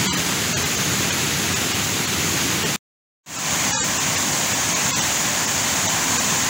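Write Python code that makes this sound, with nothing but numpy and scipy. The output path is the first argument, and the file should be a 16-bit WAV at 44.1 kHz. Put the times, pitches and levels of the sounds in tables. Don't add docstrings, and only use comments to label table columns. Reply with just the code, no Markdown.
import sys
import numpy as np
from scipy import signal
from scipy.fft import rfft, irfft
from scipy.io import wavfile
from scipy.ndimage import uniform_filter1d, map_coordinates

SR = 44100
rng = np.random.default_rng(int(sys.argv[2]) if len(sys.argv) > 2 else 0)


def wav_record(signal):
    frames = np.transpose(np.atleast_2d(signal))
    bounded = np.clip(frames, -1, 1)
    quanta = np.round(bounded * 32767).astype(np.int16)
    wavfile.write(sys.argv[1], SR, quanta)


N = 286209
TIME_S = np.arange(N) / SR

# frequency in Hz, relative spectral density in dB.
FALL_ROAR_SPECTRUM = [(15, -57), (25, -30.5), (37, -24), (56, -19.5), (89, -1), (114, -1.5), (182, 0),
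                      (267, -4.5), (365, -6.5), (596, -13.5), (779, -11.5), (953, -12), (2080, -10),
                      (2850, -10.5), (5200, -14.5), (6760, -42), (11400, -120)]
RAPIDS_ROAR_SPECTRUM = [(15, -62), (25, -32), (32, -31), (51, -17), (80, -3), (146, 1.5), (255, 0),
                        (436, -10), (521, -8), (623, -5.5), (1070, -3), (1250, -7.5), (1740, -4.5),
                        (3330, -8), (5200, -10), (6760, -21), (11400, -120)]
# frequency in Hz, relative spectral density in dB.
FALL_SPRAY_SPECTRUM = [(3500, -37.5), (5200, -9.5), (5900, -2), (6650, 1.5), (7400, -1.5), (8000, -7.5),
                       (9000, -13), (10400, -10.5), (11700, -13), (13000, -17.5), (14100, -20),
                       (14350, -7.5), (15700, -10.5)]
RAPIDS_SPRAY_SPECTRUM = [(3500, -36), (5200, -13), (5900, -5.5), (6650, -0.5), (7400, -3.5), (8000, -10),
                         (9000, -16), (10400, -18.5), (11700, -21.5), (13000, -23.5), (14100, -26),
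                         (14350, -14), (15700, -13.5)]
# centre in seconds, length in seconds.
LONG_WARBLES = [(0.098, 0.058), (0.55, 0.036), (3.777, 0.12), (4.937, 0.046)]


def gain(db):
    return 10 ** (np.asarray(db) / 20)


def unit_rms(x):
    return x / np.sqrt(np.mean(x ** 2) + 1e-20)


def coloured(x, spectrum):
    hz, db = np.transpose(spectrum)
    bins_hz = np.fft.rfftfreq(2 * N, 1 / SR)
    curve_db = np.interp(np.log(bins_hz + 1), np.log(hz), db)
    return unit_rms(irfft(rfft(x, 2 * N) * gain(curve_db))[:N])


def churn(patch_db, crest_db):
    framing = dict(fs=SR, nperseg=512, noverlap=384)
    _, frames_s, noise = signal.stft(rng.standard_normal(N), **framing)
    patches = uniform_filter1d(rng.standard_normal(noise.shape), size=22, axis=1)
    patches = unit_rms(uniform_filter1d(patches, size=5, axis=0))
    crests = unit_rms(uniform_filter1d(rng.standard_normal(len(frames_s)), size=8))
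    foam = noise * gain(patch_db * patches + crest_db * crests)
    return unit_rms(signal.istft(foam, **framing)[1][:N])


def bubbles(low_hz, high_hz, rate_per_s, cycles, rise_fraction, spread_db):
    pitches_hz = np.geomspace(low_hz, high_hz, 36)
    out = np.zeros(N)
    for hz in pitches_hz:
        age = np.linspace(0, 1, int(cycles * SR / hz) + 2)
        phase = 2 * np.pi * cycles * (age + rise_fraction * age ** 2 / 2)
        ring = np.sin(phase) * gain(-40 * age)
        strengths = gain(spread_db * np.minimum(rng.exponential(1, N), 4))
        births = rng.random(N) < rate_per_s / len(pitches_hz) / SR
        out += hz * signal.oaconvolve(strengths * births, ring)[:N]
    return unit_rms(out)


def flow_wander(rms_db=0.26, smooth_s=0.3):
    drift = uniform_filter1d(rng.standard_normal(N), size=int(smooth_s * SR))
    return gain(rms_db * unit_rms(drift))


def torrent(roar_spectrum, spray_spectrum, roar_db, spray_db, gurgle_re_churn_db, splash_re_churn_db):
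    gurgle = bubbles(247, 4524, rate_per_s=1600, cycles=52, rise_fraction=0.056, spread_db=1.5)
    splash = bubbles(4470, 15000, rate_per_s=2500, cycles=5.8, rise_fraction=0.1, spread_db=2.5)
    roar = churn(patch_db=0.55, crest_db=0.52) + gain(gurgle_re_churn_db) * gurgle
    spray = churn(patch_db=1.0, crest_db=0.26) + gain(splash_re_churn_db) * splash
    roar = gain(roar_db) * coloured(roar, roar_spectrum)
    spray = gain(spray_db) * coloured(spray, spray_spectrum)
    return (roar + spray) * flow_wander()


def glassy(water, band_hz=70, hold_s=0.05, hollow_db=45):
    framing = dict(fs=SR, nperseg=2048, noverlap=1536)
    hz, frames_s, rush = signal.stft(water, **framing)
    cells = np.meshgrid(hz / band_hz, frames_s / hold_s, indexing="ij")
    pattern = map_coordinates(rng.standard_normal(rush.shape), cells, order=1)
    hollows = np.clip(0.9 + 3 * pattern, 0, 1)
    band_gain = 1.13 * unit_rms(gain(-hollow_db * hollows))
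    above_rumble = np.interp(hz, [250, 380], [0, 1])[:, None]
    return signal.istft(rush * band_gain ** above_rumble, **framing)[1][:N]


def warble(water, moments, edge_s=0.011, base_dip_db=6.5, dip_db_per_s=320.5):
    gates = np.array([np.clip((length_s / 2 - abs(TIME_S - centre_s)) / edge_s + 0.5, 0, 1)
                      for centre_s, length_s in moments])
    blend = np.minimum(gates.sum(0), 1)
    wavering = water + blend * (glassy(water) - water)
    treble_fir = signal.firwin(301, [8200, 14500], pass_zero=False, fs=SR)
    top_fir = signal.firwin(301, 14500, pass_zero=False, fs=SR)
    treble = signal.oaconvolve(wavering, treble_fir, "same")
    top = signal.oaconvolve(wavering, top_fir, "same")
    dip_db = (base_dip_db + dip_db_per_s * moments[:, 1]) @ gates
    return wavering - treble * (1 - gain(-dip_db)) - top * (1 - gain(-dip_db / 2))


def flickers(rate_per_s=3.0, mean_length_s=0.018, slots=40):
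    offset, stretch = rng.random((slots, 2)).T
    centres_s = (np.arange(slots) + offset) / rate_per_s
    lengths_s = mean_length_s * (0.75 + 0.5 * stretch)
    return np.column_stack([centres_s, lengths_s])[centres_s < N / SR]


def scene():
    fall = torrent(FALL_ROAR_SPECTRUM, FALL_SPRAY_SPECTRUM, roar_db=-23.0, spray_db=-25.5,
                   gurgle_re_churn_db=-15.5, splash_re_churn_db=-17)
    rapids = torrent(RAPIDS_ROAR_SPECTRUM, RAPIDS_SPRAY_SPECTRUM, roar_db=-23.5, spray_db=-23.0,
                     gurgle_re_churn_db=-12.5, splash_re_churn_db=-17)
    stop_s, tail_s, return_s, fade_in_s = 2.761, 0.03, 3.261, 0.27
    fall_gain = np.interp(TIME_S, [stop_s, stop_s + tail_s], [gain(-28.5), 0], left=1)
    rapids_gain = np.interp(TIME_S, [return_s, return_s + fade_in_s], [0.06, 1], left=0)
    water = fall * fall_gain + rapids * rapids_gain
    water = warble(water, np.vstack([LONG_WARBLES, flickers()]))
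    return np.array([water, water])


def record(dry):
    cutoff_hz = 15800
    lowpass_fir = signal.firwin(1023, cutoff_hz, window=("kaiser", 9), fs=SR)
    return signal.oaconvolve(dry, lowpass_fir[None], "same")


dry = scene()
out = record(dry)
wav_record(out)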